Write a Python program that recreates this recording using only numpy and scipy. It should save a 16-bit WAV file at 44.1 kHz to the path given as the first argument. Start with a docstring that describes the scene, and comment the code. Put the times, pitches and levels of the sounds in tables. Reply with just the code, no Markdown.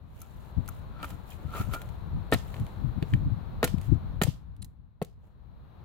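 """Sand grinds and plastic ticks under a high-heeled shoe, on dry dirt, close to a small stereo microphone.
The shoe leans on a hollow toy trailer, which scrapes and springs free, then stamps five times on a toy
tractor: a thud into the ground, a volley of cracks from the shell, a spray of sand. Gusts buffet the
microphone ports, mostly the left one. A soft, wide background hiss fades with the wind and returns."""
import sys
import numpy as np
from scipy import signal
from scipy.fft import rfft, irfft
from scipy.io import wavfile

SR = 44100
rng = np.random.default_rng(int(sys.argv[2]) if len(sys.argv) > 2 else 0)


def unload_wav(signal):
    """Save mono or channel-first audio to the path in sys.argv[1] as 16-bit WAV at rate SR, clipped to [-1, 1]."""
    wavfile.write(
        sys.argv[1],
        SR,
        np.round(np.clip(np.atleast_2d(signal).T, -1, 1) * 32767).astype(np.int16),
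    )


N = 257720
TIME = np.arange(N) / SR
SHORT = TIME[:8192]  # time axis of one hit

# plastic fracturing close to the microphone, and the sharp noisy edges of the axle clicks at 0.22 s and
# 0.68-0.69 s: t/s, sharp snap/dB, hollow body/dB
CRACKS = [(0.217, -51, -76), (0.66, -62, -57), (0.678, -46, -51), (0.689, -65, -66), (1.029, -49, -42),
          (1.044, -64, -45.5), (1.105, -48.5, -50), (1.304, -51, -64), (1.5046, -74, -57),
          (1.736, -42, -37.5), (1.743, -41, -42), (1.817, -48.5, -47), (1.889, -58, -54),
          (2.3165, -42, -49.5), (2.3243, -36.5, -24.5), (2.329, -44.5, -29), (2.3345, -37.5, -29),
          (2.3385, -29.5, -32.5), (2.345, -43.5, -30), (2.542, -57, -44), (2.565, -61, -48.5),
          (2.598, -55, -54), (2.666, -57.5, -51), (3.0255, -52, -38.5), (3.1375, -53, -43),
          (3.6293, -34, -25), (3.6418, -29.5, -26.5), (3.6445, -29.5, -31.5), (3.6475, -30, -33),
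          (3.676, -45, -38.5), (3.783, -57.5, -51.5), (3.814, -51.5, -55.5), (4.216, -35.5, -28.5),
          (4.2215, -30, -35.5), (4.228, -46, -40.5), (4.235, -25.5, -28.5), (4.565, -67.5, -69),
          (4.621, -55, -66), (4.626, -52, -57.5), (4.646, -48, -62), (5.017, -56, -42.5),
          (5.0243, -44, -44), (5.0475, -52, -61)]
# spectrum of the snap: f/Hz, level/dB
SNAP_COLOUR = [(1500, -31.5), (4000, 1), (5600, -2.5), (7400, 2.5), (9200, 0.5), (12000, 3.5), (15500, -2)]
# spectrum of the hollow shell: f/Hz, level/dB
BODY_COLOUR = [(200, -12), (700, 4.5), (1300, -8), (1580, -4), (1830, -0.5), (2600, -1.5), (3200, -3.5),
               (4500, -6.5), (5400, -28), (9000, -39)]
# stamps on the tractor: t/s, delay until it bottoms out/s, flat clap/dB, push into the ground/dB,
# ring/dB, ring dull above/Hz, ring length factor, sand spray/dB
STAMPS = [(2.3224, 0.0097, -58, -19, -18, 2400, 0.61, -54),
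          (3.0238, 0.0035, -46, -21.5, -39, 550, 0.98, -75),
          (3.6287, 0.012, -16.5, -20, -21.5, 2400, 0.97, -52),
          (4.2151, .003, -29, -15.5, -22, 3000, 0.51, -50),
          (5.0163, 0.00411, -23.5, -22, -29, 855, 0.58, -75)]
# sole and tractor ringing together: f/Hz, level/dB, t60/s
SOLE_MODES = [(214.2, -4, 0.15), (265, -0.5, 0.1), (342, -3, 0.086), (428, 5.5, 0.066), (494, 0.5, 0.073),
              (651, -3, 0.078), (850, -11, .05), (960, -13.5, 0.074), (1099, -7, 0.081), (1302, -0.5, .07),
              (1413, -7.5, 0.094), (1817, 0, 0.08), (2276, -8, 0.039), (2800, -17, .06),
              (3004, -5.5, 0.076)]
# the hollow trailer ringing freely: f/Hz, level/dB, t60/s
TRAILER_MODES = [(282, -2.5, 0.18), (587, -11, 0.085), (730, -6.5, 0.14), (923, 1, 0.061),
                 (1200, 1.5, 0.12), (1286, 5.5, 0.094), (1340, 10, 0.1), (1360, 4.5, 0.06),
                 (1830, -7, 0.11), (2350, -1, 0.072), (2520, -10, 0.18), (2940, -5, 0.032),
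                 (3140, -12, 0.02)]
# knocks on the trailer: t/s, level/dB, ring length factor (short under the sole, longer once free)
KNOCKS = [(0.217, -56, 1.4), (0.689, -45.5, 0.33), (1.029, -35, 0.74), (1.044, -37, 0.26), (1.737, -37, .6),
          (1.746, -40.5, 0.97)]
# the trailer dragged under the sole: t at full force/s, hold/s, rise/s, level/dB
DRAGS = [(1.012, 0.0045, 0.081, -48), (1.102, 0.018, 0.15, -59.5), (1.541, 0.062, 0.054, -39),
         (1.739, 0.01, 0.063, -45)]
# the trailer's stiff axle clips: f/Hz, level/dB, t60/s
AXLE_MODES = [(6255, -1.5, 0.017), (7200, -6, 0.023), (10550, 2, 0.017), (12100, -2, .03),
              (13550, -2, 0.021), (14250, 1, .02)]
# the axle jumps in its clips: t/s, level/dB
AXLE_CLICKS = [(0.204, -60), (0.217, -48), (0.678, -62), (0.685, -57), (0.689, -44)]
# the tractor's bent chassis: f/Hz, level/dB, t60/s
CHASSIS_MODES = [(4100, 5, 0.012), (7540, 1.5, 0.013), (9360, 3.5, 0.015), (10100, -2, 0.016)]
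# the chassis slips back into shape: t/s, level/dB
CHASSIS_SLIPS = [(4.6203, -58), (4.6238, -50.5), (4.627, -51), (4.645, -59)]
# small parts twang as they give way: t/s, f/Hz, level/dB, t60/s
TWANGS = [(0.687, 1340, -43, 0.028), (1.31, 3170, -56.5, .06), (1.321, 2470, -57, 0.068),
          (1.753, 1403, -40.5, .2), (2.3333, 7900, -40.5, 0.011), (3.1372, 1816, -40, 0.022),
          (3.1376, 2360, -43, 0.013), (3.1356, 3100, -44.5, .022), (3.644, 11840, -35, 0.025),
          (4.2149, 1388, -34.5, 0.029), (4.2162, 2270, -35.5, 0.016), (4.233, 7370, -37, 0.023)]
# the foot shoves the ground: t at full force/s, hold/s, rise/s, grinding sand/dB, crumbling earth/dB
SHOVES = [(0.199, 0.028, .13, -62.5, -63.5), (0.31, 0.19, 0.072, -69.5, -81), (0.733, 0.028, 0.2, -64, -89),
          (1.042, .01, 0.021, -51, -63), (1.096, 0.0078, 0.11, -54.5, -62), (1.316, 0.013, 0.08, -56, -77),
          (1.422, .01, .07, -70, -51.5), (1.571, 0.044, 0.075, -48, -43), (1.736, 0.016, .03, -48.5, -42.5),
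          (1.776, 0.037, 0.31, -61, -54), (2.46, 0.11, .2, -64, -83), (2.56, 0.019, .08, -78, -53),
          (2.657, .03, 0.4, -68.5, -69), (3.095, 0.05, 0.11, -65, -75), (3.835, 0.034, .06, -60, -73),
          (4.251, 0.038, .02, -65.5, -46), (5.261, .01, 0.11, -79.5, -67)]
# ticks of sand grains, coarse to fine: f/Hz
GRAIN_HZ = [900, 1800, 3200, 5000, 7200, 9500, 12000, 14500]
# spectrum of sand under the sole: f/Hz, level/dB
GRIND_COLOUR = [(500, -23.5), (1500, 1.5), (3000, 3), (5000, -7), (7000, -1.5), (8700, -6), (11000, -2.5),
                (14000, -1.5), (16000, -2.5)]
# spectrum of falling sand: f/Hz, level/dB
SPRAY_COLOUR = [(300, -10.5), (1200, -9), (3000, 10.5), (6000, 7), (10500, -1.5), (13000, 0), (16000, -7.5)]
# spectrum of crumbling earth: f/Hz, level/dB
EARTH_COLOUR = [(100, -12), (270, -0.5), (500, 7.5), (900, 0), (1500, -11.5), (2600, -17), (4500, -31.5),
                (9000, -45)]
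# breeze at the microphone: t/s, relative level/dB
BREEZE = [(0.0, -53), (0.31, -50.5), (0.75, -42.5), (0.96, -45), (1.36, -46.5), (1.67, -40), (2.98, -41.5),
          (3.22, -34), (3.48, -39.5), (4.13, -37.5), (4.83, -58), (5.84, -52)]
# spectrum of its rumble: f/Hz, level/dB
WIND_COLOUR = [(8, -16), (25, -7.5), (50, 2.5), (90, 2), (140, -4), (200, -9), (300, -23), (500, -50),
               (1000, -57), (3000, -86)]
# the strongest eddies to hit the ports: t/s, half length/s, left/dB, right/dB
GUSTS = [(0.588, 0.012, -18, -51), (1.139, 0.019, -36, -47), (1.458, 0.017, -29, -48),
         (1.608, 0.0055, -22.5, -24), (1.687, 0.0072, -25, -38), (2.163, 0.027, -27.5, -31.5),
         (2.348, 0.013, -20.5, -29), (2.616, 0.023, -26, -28.5), (2.86, 0.033, -25, -56),
         (2.976, 0.0097, -24, -52), (3.027, 0.0015, -18, -20), (3.142, 0.011, -15.5, -22),
         (3.213, 0.044, -28.5, -36.5), (3.275, 0.0082, -26.5, -23), (3.329, 0.0098, -20, -53),
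         (3.745, 0.0048, -15.5, -42), (3.784, 0.0088, -23.5, -50), (3.897, 0.011, -19.5, -61),
         (3.928, 0.0061, -10, -54), (3.959, 0.016, -22.5, -49), (4.257, 0.0086, -21, -47),
         (4.287, 0.0071, -17, -50.5), (4.623, 0.032, -37, -53)]
# spectrum of an eddy: f/Hz, level/dB
GUST_COLOUR = [(15, -15.5), (45, -3), (85, 5), (140, 2), (210, -8.5), (300, -16), (450, -38.5), (900, -63),
               (3000, -86.5)]
# soft background hiss: t/s, relative level/dB
HISS = [(0.0, -68.5), (0.57, -59), (1.74, -58), (1.97, -57.5), (2.59, -56), (4.13, -58), (4.31, -66.5),
        (4.77, -78), (4.98, -81), (5.84, -63.5)]
# spectrum of the hiss: f/Hz, level/dB
HISS_COLOUR = [(150, -10.5), (300, 1.5), (550, -0.5), (1000, -0.5), (1400, -6.5), (2000, -15), (3100, -20),
               (4100, -15.5), (4900, -31.5), (8500, -41), (12500, -31.5), (16000, -31.5)]
# how far the hiss leans to the left port: f/Hz, left over right/dB
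HISS_LEAN = [(60, 9), (150, 11.5), (380, 0.5), (950, 7.5), (2380, 2.5), (5980, 1.5), (15000, 2.0)]
# likeness of the two ports for a close source: f/Hz, likeness/0-1
PORT_LIKENESS = [(800, .985), (1400, .8), (3000, .38), (8000, .33), (14000, .3)]
# lead of the left port over the right: f/Hz, phase/rad
PORT_LEAD = [(60, 0), (250, .3), (700, .4), (1400, .9), (3200, 1.1), (6500, -.4), (12000, 1.9)]


def cracks(decay_s=0.0037, edge_s=0.00051, tail_db=-28, tail_s=0.038, rise_s=0.00013):
    """Close up, each fracture is a sharp edge and a few milliseconds of dense ringing in the shell."""
    snap, body = np.zeros((2, 2, N))
    shape = np.exp(-SHORT / decay_s) + np.exp(-SHORT / edge_s) + amp(tail_db) * np.exp(-SHORT / tail_s)
    shape *= 1 - np.exp(-SHORT / rise_s)
    shape /= np.sqrt(np.mean(shape[SHORT < .004] ** 2))
    for s, snap_db, body_db in CRACKS:
        add(snap, s, amp(snap_db) * shape * rng.standard_normal((2, len(SHORT))))
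        add(body, s, amp(body_db) * shape * rng.standard_normal((2, len(SHORT))))
    return ports(colour(snap, SNAP_COLOUR), left_db=-1) + ports(colour(body, BODY_COLOUR), left_db=2)


def stamps(ground_hz=158, ground_s=0.0053, rise_s=0.00091, clap_hz=650, clap_s=0.00078, second_db=-6):
    """The sole claps onto the toy; a moment later the toy bottoms out, shoves the ground, rings again."""
    out = np.zeros((2, N))
    give = 1 - np.exp(-SHORT / rise_s)  # the sole gives a little
    push = np.sin(2 * np.pi * ground_hz * SHORT) * np.exp(-SHORT / ground_s) * give
    clap = np.sin(2 * np.pi * clap_hz * SHORT) * SHORT / clap_s * np.exp(1 - SHORT / clap_s)
    for s, delay, clap_db, push_db, ring_db, dull_hz, length, _ in STAMPS:
        first = amp(ring_db) * give * ring_pair(SOLE_MODES, dull_hz, length)
        second = amp(ring_db + second_db) * ring_pair(SOLE_MODES, dull_hz, length)
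        first[0] += amp(clap_db) * clap  # row 0 reaches both ports
        second[0] += amp(push_db) * push / push.max()
        add(out, s, first)
        add(out, s + delay, second)
    return ports(out, left_db=1.3)


def trailer(rub_db=-10, pressed_length=0.73):
    """Tiny slips and a few knocks ring the hollow trailer; the sole damps it while pressing."""
    force = sum(amp(db) * stroke(s, hold, rise, release=0.92) for s, hold, rise, db in DRAGS)
    slips = force * grains(per_s=900, spread_db=-1)
    out = resonate(slips, ring(TRAILER_MODES, length=pressed_length))
    out += amp(rub_db) * colour(slips, BODY_COLOUR)
    for s, db, length in KNOCKS:
        add(out, s, amp(db) * ring_pair(TRAILER_MODES, length=length))
    return ports(out, left_db=3.5)


def twangs(lead_rad=1.4):
    """Axle clips and chassis click brightly, splinters twang on one note; the left port leads in phase."""
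    out = np.zeros((2, N))
    hits = [(s, db, AXLE_MODES) for s, db in AXLE_CLICKS]
    hits += [(s, db, CHASSIS_MODES) for s, db in CHASSIS_SLIPS]
    hits += [(s, db, [(hz, 0, t60)]) for s, hz, db, t60 in TWANGS]
    placement = pan(left_db=1) * np.array([[1], [np.exp(-1j * lead_rad)]])
    for s, db, modes in hits:
        note = signal.hilbert(ring(modes))[:len(SHORT) // 2]
        add(out, s, amp(db) * (placement * note).real)
    return out


def sand(lift_s=0.01, flight_s=0.068, settle_s=0.036):
    """Right of centre, coarse grains grind under the sole; fine ones thrown by a stamp patter down."""
    flying = np.zeros(N)
    for s, *_, spray_db in STAMPS:
        age = np.maximum(TIME - s, 0)
        settling = np.exp(-np.maximum(age - flight_s, 0) / settle_s)
        flying += amp(spray_db) * (1 - np.exp(-age / lift_s)) * settling
    force = sum(amp(db) * stroke(s, hold, rise, release=0.81) for s, hold, rise, db, _ in SHOVES)
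    grind = colour(force * grit(per_s=9000), GRIND_COLOUR) * pan(left_db=-2)
    spray = colour(flying * grit(per_s=17000), SPRAY_COLOUR) * pan(left_db=-5)
    return grind + spray


def earth():
    """Clods of dry earth crumble dully under the sole, close to the microphone."""
    force = sum(amp(db) * stroke(s, hold, rise, release=0.6) for s, hold, rise, _, db in SHOVES)
    crumbs = force * grains(per_s=810, spread_db=3.5)
    return ports(colour(crumbs, EARTH_COLOUR), left_db=1.5)


def wind(left_db=5, right_db=-1, right_follows=0.7, swell_db=2, typical_db=-45):
    """Turbulence swells at each port separately, most at the exposed left one; single eddies bump it."""
    strength = level_curve(BREEZE) / amp(typical_db)
    force = np.array([amp(left_db) * strength, amp(right_db) * strength ** right_follows])
    force *= amp(typical_db + swell_db * swells(slow_hz=1.48, fast_hz=7))
    out = force * colour(rng.standard_normal((2, N)), WIND_COLOUR)
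    eddies = colour(rng.standard_normal((2, N)), GUST_COLOUR)
    for s, half, *port_db in GUSTS:
        near = abs(TIME - s) < 3 * half
        bump = eddies[:, near] * np.exp(-((TIME[near] - s) / half) ** 2 / 2)
        power = np.sum(bump ** 2, axis=1, keepdims=True) / (2 * half * SR)
        out[:, near] += amp(port_db)[:, None] * bump / np.sqrt(power)
    return out


def hiss(gain_db=5, likeness=0.14):
    """Soft, wide background hiss that fades with the wind and returns."""
    common, separate = rfft(rng.standard_normal((2, N)))
    lean = amp(at_hz(HISS_LEAN, np.fft.rfftfreq(N, 1 / SR)))
    right = likeness * common + np.sqrt(1 - likeness ** 2) * separate
    pair = irfft([common * lean, right] / np.sqrt((1 + lean ** 2) / 2), N)
    return amp(gain_db) * level_curve(HISS) * colour(pair, HISS_COLOUR)


def yard(x, wet_db=-29, dull_hz=3000, t60=0.28, gap_s=0.006):
    """Adds faint, short scatter from things nearby; the soft ground swallows its treble."""
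    tail = rng.standard_normal((2, len(SHORT))) * amp(-60 * SHORT / t60) * (SHORT > gap_s)
    tail = signal.lfilter(*signal.butter(2, dull_hz, fs=SR), tail)
    return x + amp(wet_db) * signal.fftconvolve(x, tail / np.linalg.norm(tail[0]), axes=1)[:, :N]


def ports(x, left_db):
    """Two closely spaced microphone ports: alike in the bass, largely unrelated in the treble."""
    common, separate = rfft(x)
    hz = np.fft.rfftfreq(N, 1 / SR)
    likeness = at_hz(PORT_LIKENESS, hz)
    right = likeness * common + np.sqrt(1 - likeness ** 2) * separate
    right *= np.exp(-1j * at_hz(PORT_LEAD, hz))
    return pan(left_db) * irfft([common, right], N)


def ring(modes, dull_hz=SR, length=1):
    """Dying modes of a struck object, each with a random sign; about unit rms over the first 10 ms."""
    hz, db, t60 = np.transpose(modes)[:, :, None]
    waves = amp(db - 60 * SHORT / (t60 * length)) * np.sin(2 * np.pi * hz * SHORT)
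    waves /= np.sqrt(1 + (hz / dull_hz) ** 6)
    power = np.sum(np.mean(waves[:, SHORT < .01] ** 2, axis=1))
    return rng.choice([-1, 1], len(modes)) @ waves / np.sqrt(power)


def ring_pair(modes, dull_hz=SR, length=1):
    """One blow in two channels, each with its own mode signs."""
    return np.array([ring(modes, dull_hz, length) for side in range(2)])


def stroke(s, hold, rise, release):
    """Force of one foot movement: grows tenfold per rise time, holds, falls tenfold per rise * release."""
    early, late = np.maximum(s - TIME, 0), np.maximum(TIME - s - hold, 0)
    return 10 ** (-(early + late / release) / rise)


def grains(per_s, spread_db):
    """Sparse stereo clicks of uneven size, rms 1."""
    size = amp(spread_db * np.minimum(rng.exponential(1, N), 4))
    return unit(size * (rng.random(N) < per_s / SR) * rng.standard_normal((2, N)))


def grit(per_s, finest_cycles=1.9):
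    """Sand grains of many sizes, each size ticking at its own pitch; rms 1."""
    out = np.zeros((2, N))
    for hz in GRAIN_HZ:
        life = finest_cycles / np.sqrt(hz * GRAIN_HZ[-1])  # small grains die sooner
        tick = (np.sin(2 * np.pi * hz * SHORT) * np.exp(-SHORT / life) / life)[SHORT < .003]
        hits = grains(per_s / len(GRAIN_HZ), spread_db=2)
        out += signal.oaconvolve(hits, tick[None], axes=1)[:, :N]
    return unit(out)


def swells(slow_hz, fast_hz, count=24):
    """Slow random wavering, separate for each port, rms 1."""
    t, hz = TIME[::256], np.geomspace(slow_hz, fast_hz, count)[:, None]
    waves = np.sin(2 * np.pi * (hz * t + rng.random((2, count, 1)))).sum(1)
    return np.array([np.interp(TIME, t, unit(wave)) for wave in waves])


def colour(x, spectrum, size=8192):
    """Minimum-phase filter of unit energy with the given spectrum."""
    log_gain = np.log(amp(at_hz(spectrum, abs(np.fft.fftfreq(size, 1 / SR)))))
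    response = np.exp(np.conj(signal.hilbert(log_gain)))
    return resonate(x, np.fft.ifft(response).real[:size // 2])


def resonate(x, taps):
    """Passes both channels through an impulse response scaled to unit energy."""
    return signal.fftconvolve(x, taps[None] / np.linalg.norm(taps), axes=1)[:, :N]


def at_hz(points, hz):
    """Reads a curve on a log-frequency axis."""
    f, value = np.transpose(points)
    return np.interp(np.log(hz + 1), np.log(f + 1), value)


def level_curve(points):
    """Gain over time from rows of t/s, level/dB."""
    return amp(np.interp(TIME, *np.transpose(points)))


def add(mix, s, sound):
    """Adds a stereo sound at time s."""
    part = mix[:, round(s * SR):][:, :sound.shape[1]]
    part += sound[:, :part.shape[1]]


def pan(left_db):
    """Channel gains that put the left left_db above the right."""
    return amp([[left_db / 2], [-left_db / 2]])


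def amp(db):
    """Decibels to gain."""
    return 10 ** (np.asarray(db) / 20)


def unit(x):
    """Scales to rms 1."""
    return x / np.sqrt(np.mean(x ** 2) + 1e-20)


def scene():
    """Outdoors: shoe, toys and dirt up close, wind on the microphone, a soft hiss underneath."""
    toys = cracks() + twangs() + stamps() + trailer()
    return yard(toys) + earth() + sand() + wind() + hiss()


def record(dry):
    """The recorder cuts off the highest treble."""
    lowpass = signal.firwin(255, cutoff=16100, window=("kaiser", 9), fs=SR)
    return signal.oaconvolve(dry, lowpass[None], "same")


dry = scene()
out = record(dry)
unload_wav(out)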